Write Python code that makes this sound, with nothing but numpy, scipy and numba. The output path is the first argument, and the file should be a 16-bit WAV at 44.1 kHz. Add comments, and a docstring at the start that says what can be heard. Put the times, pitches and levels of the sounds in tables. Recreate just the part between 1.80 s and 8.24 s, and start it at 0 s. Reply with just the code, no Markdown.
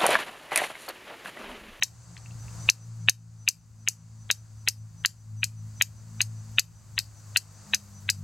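"""A sharp, ringing scrape: steel glances off a hand-held flint, the first of sixteen blows outdoors.
Each blow is a brief force that excites the damped modes of steel and stone. Behind them the open air
hisses, a far engine drones and a small camera whines faintly; early on the steel taps lightly to aim.
The camera hears it all from just above: its gain control ducks at the blows and creeps back,
and its treble runs 10 ms behind its lower band."""
import sys
import numpy as np
from scipy import signal
from scipy.fft import rfft, irfft, next_fast_len
from scipy.io import wavfile
from scipy.ndimage import uniform_filter1d
from numba import njit

SR = 44100
rng = np.random.default_rng(int(sys.argv[2]) if len(sys.argv) > 2 else 0)


def dump_mix(stems):
    """Bounce the given channels to the path in sys.argv[1] as a 16-bit WAV at rate SR."""
    frames = np.atleast_2d(stems).T  # one column per channel
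    limited = np.clip(frames, -1, 1)  # hard clip at full scale
    pcm = np.round(limited * 32767).astype(np.int16)
    wavfile.write(sys.argv[1], SR, pcm)


N = 283915
T = np.arange(N) / SR


def undb(db):
    """Decibels to amplitude ratio."""
    return 10 ** (np.asarray(db) / 20)


def level(x, db):
    """Normalisation to an rms level."""
    return x * undb(db) / np.sqrt(np.mean(x ** 2))


def unit(x):
    """Normalisation to unit energy."""
    return x / np.sqrt(np.sum(x ** 2))


def colour(x, points):
    """Zero-phase filtering by a curve of (frequency_hz, gain_db) points."""
    hz, db = np.transpose(points)
    size = next_fast_len(len(x))
    bins_hz = np.maximum(np.arange(size // 2 + 1) * SR / size, 1)
    gain = undb(np.interp(np.log(bins_hz), np.log(hz), db))
    return irfft(rfft(x, size) * gain, size)[:len(x)]


def drift(rate_hz):
    """Low-pass noise: random steps, smoothed twice, with a spread near 1."""
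    hold = int(SR / rate_hz)
    steps = np.repeat(rng.standard_normal(N // hold + 1), hold)
    return uniform_filter1d(uniform_filter1d(steps, hold), hold)[:N]


def delay(x, lag_s):
    """Pure time delay of both channels."""
    return np.pad(x, ((0, 0), (int(lag_s * SR), 0)))[:, :N]


def pan(x, left_db):
    """Placement by level difference, left minus right."""
    return x * undb(np.array([[left_db], [-left_db]]) / 2)


def scrape(scrape_s, bite=1.5, drag_db=-12, drag_s=0.0052, rebound_db=-15, rebound_s=0.0055):
    """Contact friction: the edge bites, tears grains of steel, rebounds and drags off in gritty catches."""
    t = T[:SR // 16]
    tearing = unit(rng.standard_normal(len(t)) * np.exp(-t / scrape_s))
    catches = rng.standard_normal(len(t)) * rng.exponential(size=len(t)) ** 2
    force = tearing + undb(drag_db) * unit(catches * t * np.exp(-t / drag_s))
    force += undb(rebound_db) * np.roll(tearing, int(SR * rebound_s * rng.uniform(0.98, 1.9)))
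    force[0] += bite * np.exp(-scrape_s / 0.0027)  # a short blow is nearly a single impact
    return force


def ring(force, modes):
    """Modal superposition: a force drives damped sinusoids of alternating sign; unit energy."""
    t = T[:len(force)]
    response = sum((-1) ** k * undb(db) * width * np.exp(-np.pi * width * t) * np.sin(2 * np.pi * hz * t)
                   for k, (hz, width, db) in enumerate(modes))
    return unit(signal.fftconvolve(force, response)[:len(force)])


def gripped(modes, lift_db, count):
    """Modal weighting: a looser grip lets the lowest modes sound more."""
    return [(hz, width, db + lift_db * (k < count)) for k, (hz, width, db) in enumerate(modes)]


def radiate(x, corner_hz):
    """Radiation efficiency: a small body sends out little below a corner frequency; unit energy."""
    return unit(signal.sosfilt(signal.butter(4, corner_hz, "high", fs=SR, output="sos"), x))


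# modes of the steel, damped by the fist: frequency_hz, bandwidth_hz, gain_db
STEEL_MODES = [(1503, 360, -7), (1910, 351, 2), (2345, 277, 4.5), (2609, 324, 8.5), (3170, 830, -4.5)]

def steel_ring(force, grip_db, ring_db, ring_hz=3829, ring_width_hz=67):
    """Free vibration: the steel's broad modes die quickly, and one narrow mode rings on."""
    damped = radiate(ring(force, gripped(STEEL_MODES, grip_db, count=2)), corner_hz=950)
    return damped + undb(ring_db) * ring(force, [(ring_hz, ring_width_hz, 0)])


# modes of the flint, damped by the fingers: frequency_hz, bandwidth_hz, gain_db
FLINT_MODES = [(4167, 270, 1), (5180, 440, -7), (5980, 270, -4), (6798, 920, -3), (8270, 770, -10.5),
               (9360, 420, -10.5), (10900, 1600, -21.5), (13150, 550, -12)]

def flint_ring(force, grip_db, pitch_hz, width_hz=320):
    """Free vibration: the stone clinks in high modes, its main pitch shifting from blow to blow."""
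    modes = gripped(FLINT_MODES, grip_db, count=1) + [(pitch_hz, width_hz, 0)]
    return radiate(ring(force, modes), corner_hz=3800)


# spectrum of tearing grains: frequency_hz, gain_db
CRACK_SPECTRUM = [(100, -22.5), (500, -28), (1500, -18), (3400, -15.5), (4400, 0.5), (5500, -1.5),
                  (6200, 2.5), (8700, -4), (10500, -10.5), (12000, -9.5), (13200, -7.5), (14500, -18.5),
                  (16000, -24.5)]
# blows, levels relative: start_s, level_db, flint_db, ring_db, grip_db, pitch_hz, scrape_s
BLOWS = [(0.0239, -8, -0.5, -3, 0, 5800, 0.0023), (0.8886, -6, -4, -8, 0.5, 5730, 0.0039),
         (1.2854, 1, -4.5, -6, -2, 6300, 0.0025), (1.6768, 0.5, 0, -14.5, -7.5, 6180, 0.0031),
         (2.0756, -4, 2.5, -14, -6.5, 6480, 0.0015), (2.502, -4.5, 0.5, -2.5, 1, 6500, 0.0017),
         (2.875, -5, 1, -7.5, -3, 6330, .0027), (3.2488, -5, -0.5, -9.5, 1, 6530, 0.0012),
         (3.6309, -7, -4, -17.5, -4.5, 6610, .002), (4.0114, -5.5, -2.5, -8.5, -5, 6600, 0.0012),
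         (4.405, -8, 0, -8, 1.5, 6350, .0036), (4.7837, -2, -5, -7.5, 0, 6330, .0047),
         (5.1789, -9.5, 1.5, -2.5, 0.5, 6370, 0.0021), (5.5604, -6, -1, -12.5, 0.5, 6560, 0.0042),
         (5.9352, -7, -1, -3, -0.5, 6400, 0.0046), (6.2896, -9, 1, -5.5, -0.5, 6510, 0.0044)]
TEN_MS_GAIN = np.sqrt(.01 * SR)  # takes unit energy to unit rms over 10 ms

def strikes():
    """Impact excitation: each scrape rings both bodies and is also heard directly as a dry crack."""
    ringing, crack = np.zeros((2, N + SR))
    for start_s, level_db, flint_db, ring_db, grip_db, pitch_hz, scrape_s in BLOWS:
        force = scrape(scrape_s)
        steel = steel_ring(force, grip_db, ring_db)
        flint = flint_ring(force, grip_db, pitch_hz)
        gain = undb(level_db) * TEN_MS_GAIN
        i = int(start_s * SR)
        ringing[i:i + len(force)] += gain * (steel + undb(flint_db) * flint)
        crack[i:i + len(force)] += gain * undb(flint_db) * unit(force)
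    return ringing[:N], colour(crack[:N], CRACK_SPECTRUM)


def scatter(x, near_db, near_t60_s, far_db, far_t60_s, spread=0.38):
    """Diffuse reflection: scatter from stump and body, then a thin tail from the trees."""
    t = T[:SR // 2]
    onset = 1 - np.exp(-t / 0.021)
    fade = lambda t60_s: unit(undb(-60 * t / t60_s) * onset * rng.standard_normal(len(t)))
    tail = lambda: undb(near_db) * fade(near_t60_s) + undb(far_db) * fade(far_t60_s)
    shared = tail()
    return np.array([signal.fftconvolve(x, shared + spread * tail())[:N] for _ in range(2)])


# spectra of the open air and its low rumble: frequency_hz, gain_db
AIR_SPECTRUM = [(180, -26), (300, -3), (433, -7.5), (511, -4.5), (574, -5), (749, -3.5), (1230, -3.5),
                (2210, -12.5), (2650, -14), (3350, -18), (4590, -5.5), (5520, -9.5), (6200, -2.5),
                (7820, -4.5), (16000, -48)]
RUMBLE_SPECTRUM = [(20, -33.5), (40, -13.5), (56, -1.5), (78, 1), (130, -1.5), (200, -14), (300, -27.5),
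                   (500, -43.5)]

def open_air():
    """Partly coherent noise: hiss and rumble swell gently, mostly the same in both ears."""
    def layer(spectrum, db, side_db, swell_db):
        mid, side = (level(colour(rng.standard_normal(N), spectrum), db) for _ in range(2))
        return (mid + undb(side_db) * np.array([side, -side])) * undb(swell_db * drift(4.5))

    hiss = layer(AIR_SPECTRUM, db=-45, side_db=-9, swell_db=2.34)
    return hiss + layer(RUMBLE_SPECTRUM, db=-40.5, side_db=-8.5, swell_db=2.5)


# the engine's slowly sagging speed: time_s, firing_hz
ENGINE_SPEED = [(0, 58), (1.3, 55.6), (2.6, 54.3), (4.7, 54.8), (5.3, 52.4), (5.7, 52.2), (5.9, 50.4),
                (6.44, 49.7)]
# swell and fade of its drone: time_s, level_db
ENGINE_SWELL = [(0, -38.5), (.25, -42.5), (.55, -33.5), (.75, -39), (1.15, -27.5), (1.6, -28), (1.8, -36.5),
                (2.4, -28), (2.72, -35.5), (3.05, -24), (3.25, -39.5), (3.55, -25), (4.25, -36),
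                (4.45, -24.5), (4.95, -37), (5.45, -36), (5.9, -41), (6.4, -28.5)]
# harmonics that carry: multiple, gain_db, swell_share, waver_db
ENGINE_HARMONICS = [(2, 2, 1, 2), (3, -14.5, .7, 7), (4, -28, .8, 4.5), (5, -33, .5, 1)]
# exhaust resonances: centre_hz, half_width_hz, lift_db
EXHAUST_RESONANCES = [(202, 4, 25), (219.5, 1.5, 12)]

def engine(wobble=0.013, usual_db=-28):
    """Forced resonance: harmonics of a far engine's firing boom as they slide into the exhaust's modes."""
    firing_hz = np.interp(T, *np.transpose(ENGINE_SPEED))
    swell_db = np.interp(T, *np.transpose(ENGINE_SWELL)) - usual_db
    phase = 2 * np.pi * np.cumsum(firing_hz * (1 + wobble * drift(20))) / SR
    drone = np.zeros(N)
    for multiple, gain_db, swell_share, waver_db in ENGINE_HARMONICS:
        boom_db = sum(lift_db / (1 + ((multiple * firing_hz - centre_hz) / half_width_hz) ** 2)
                      for centre_hz, half_width_hz, lift_db in EXHAUST_RESONANCES)
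        level_db = usual_db + gain_db + swell_share * swell_db + boom_db + waver_db * drift(16)
        drone += undb(level_db) * np.sin(multiple * phase)
    return np.sqrt(2) * drone


# rise of the thin top hiss: time_s, level_db
SIZZLE_RISE = [(0, -68), (1.5, -64.5), (3.5, -63.5), (5, -58.5), (6.44, -52.5)]

def sizzle(flicker_db=3):
    """Amplitude-modulated noise: a thin, high hiss flickers as it grows."""
    hiss = level(colour(rng.standard_normal(N), [(2000, -16), (8000, -2.5), (12000, -1), (15000, 0)]), 0)
    return hiss * undb(np.interp(T, *np.transpose(SIZZLE_RISE)) + flicker_db * drift(37))


def whine(pitch_hz=6018, level_db=-49, waver_db=5, start_s=-.008, period_s=.1981, burst_s=.056):
    """A gated pure tone: the camera's electronics sing unevenly, five bursts a second."""
    gate = uniform_filter1d(1. * ((T - start_s) % period_s < burst_s), size=700)
    tone = np.sqrt(2) * np.sin(2 * np.pi * pitch_hz * T)
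    return undb(level_db + waver_db * drift(25)) * gate * tone


# steel touching flint while taking aim, levels relative: start_s, level_db, tick_db
TOUCHES = [(0.3671, -45, 11), (0.46, -42, -17), (0.509, -44.5, -3), (0.627, -63, -17.5),
           (0.682, -46.5, -13)]

def touches(ping_hz=2680, ping_width_hz=170, scrape_s=0.00047):
    """Light impacts: each excites a ping in the steel's main mode and a tick from both bodies."""
    taps = np.zeros(N)
    for start_s, level_db, tick_db in TOUCHES:
        force = scrape(scrape_s)
        ping = ring(force, [(ping_hz, ping_width_hz, 0)])
        tick = unit(ring(force, STEEL_MODES) + .5 * ring(force, FLINT_MODES[:3]))
        i = int(start_s * SR)
        taps[i:i + len(force)] += undb(level_db) * TEN_MS_GAIN * (ping + undb(tick_db) * tick)
    return taps


# balance of the blows between the microphone ports: frequency_hz, left_minus_right_db
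PORT_BALANCE = [(500, 0.5), (1300, 6.5), (2400, -1), (4400, 8), (6000, 3.5), (8000, 3), (13000, 0.5)]

def ports(x, bounce_db=-13, bounce_s=.0004):
    """Comb filtering: a bounce off the camera body ripples two differently coloured ports oppositely."""
    rippled = x + np.array([[1], [-1]]) * undb(bounce_db) * delay(x, bounce_s)
    return np.array([colour(ear, [(hz, side * db / 2) for hz, db in PORT_BALANCE])
                     for ear, side in zip(rippled, (1, -1))])


def scene(crack_db=-7):
    """Superposition: blows a little to the left; cupped hands hold in the ringing more than the crack."""
    ringing, crack = strikes()
    ringing = ringing + touches()
    scattered = scatter(ringing, near_db=-31, near_t60_s=.06, far_db=-33.5, far_t60_s=.2)
    scattered += scatter(crack, near_db=-15, near_t60_s=.11, far_db=-18, far_t60_s=.17)
    background = open_air() + engine() + sizzle() + whine()
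    return ports(ringing + undb(crack_db) * crack + scattered) + pan(background, left_db=1.5)


@njit
def gain_control(x, threshold_db, window_s, attack_s, release_db_per_s):
    """Compression: the cut in dB rises quickly with short-term power and lets go at a steady rate."""
    cuts_db = np.empty(len(x))
    power, held_db, cut_db = 0., 12., 12.  # starts already turned down
    for i in range(len(x)):
        power += (x[i] ** 2 - power) / (window_s * SR)
        excess_db = 10 * np.log10(power + 1e-18) - threshold_db
        held_db = max(held_db - release_db_per_s / SR, excess_db, 0.)
        cut_db += (held_db - cut_db) / (attack_s * SR)
        cuts_db[i] = cut_db
    return cuts_db


def split_bands(x, split_hz=4060, lag_s=.01025, smear_db=-22, leak_db=-24, skew=0.13):
    """Group delay: the treble comes late, and the lower band is smeared a little in time."""
    lowpass = signal.firwin(numtaps=201, cutoff=split_hz, fs=SR)
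    low = signal.fftconvolve(x, lowpass[None], "same", axes=1)
    smear = undb(smear_db) * unit(rng.standard_normal(2 * int(lag_s * SR)))
    smeared = signal.fftconvolve(low, smear[None], "same", axes=1)
    late = delay(x - low + undb(leak_db) * low, lag_s)
    thump = skew * late ** 2  # a lopsided wave adds low frequencies
    return low + smeared + late + thump


def record(dry, top_hz=15900):
    """The camera's signal chain: compression, soft clipping, two bands out of step and a band limit."""
    cut_db = gain_control(dry.mean(axis=0), threshold_db=-23.0, window_s=0.013,
                          attack_s=0.0031, release_db_per_s=15.5)
    rounded = np.tanh(dry * undb(-cut_db))
    microphone_top = [(9500, -0.5), (11800, 1.5), (13300, -0.5), (14300, -3), (16000, -1.5)]
    coloured = np.array([colour(ear, microphone_top) for ear in split_bands(rounded)])
    return signal.sosfiltfilt(signal.ellip(8, .1, 60, top_hz, fs=SR, output="sos"), coloured)


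dry = scene()
out = record(dry)
dump_mix(out)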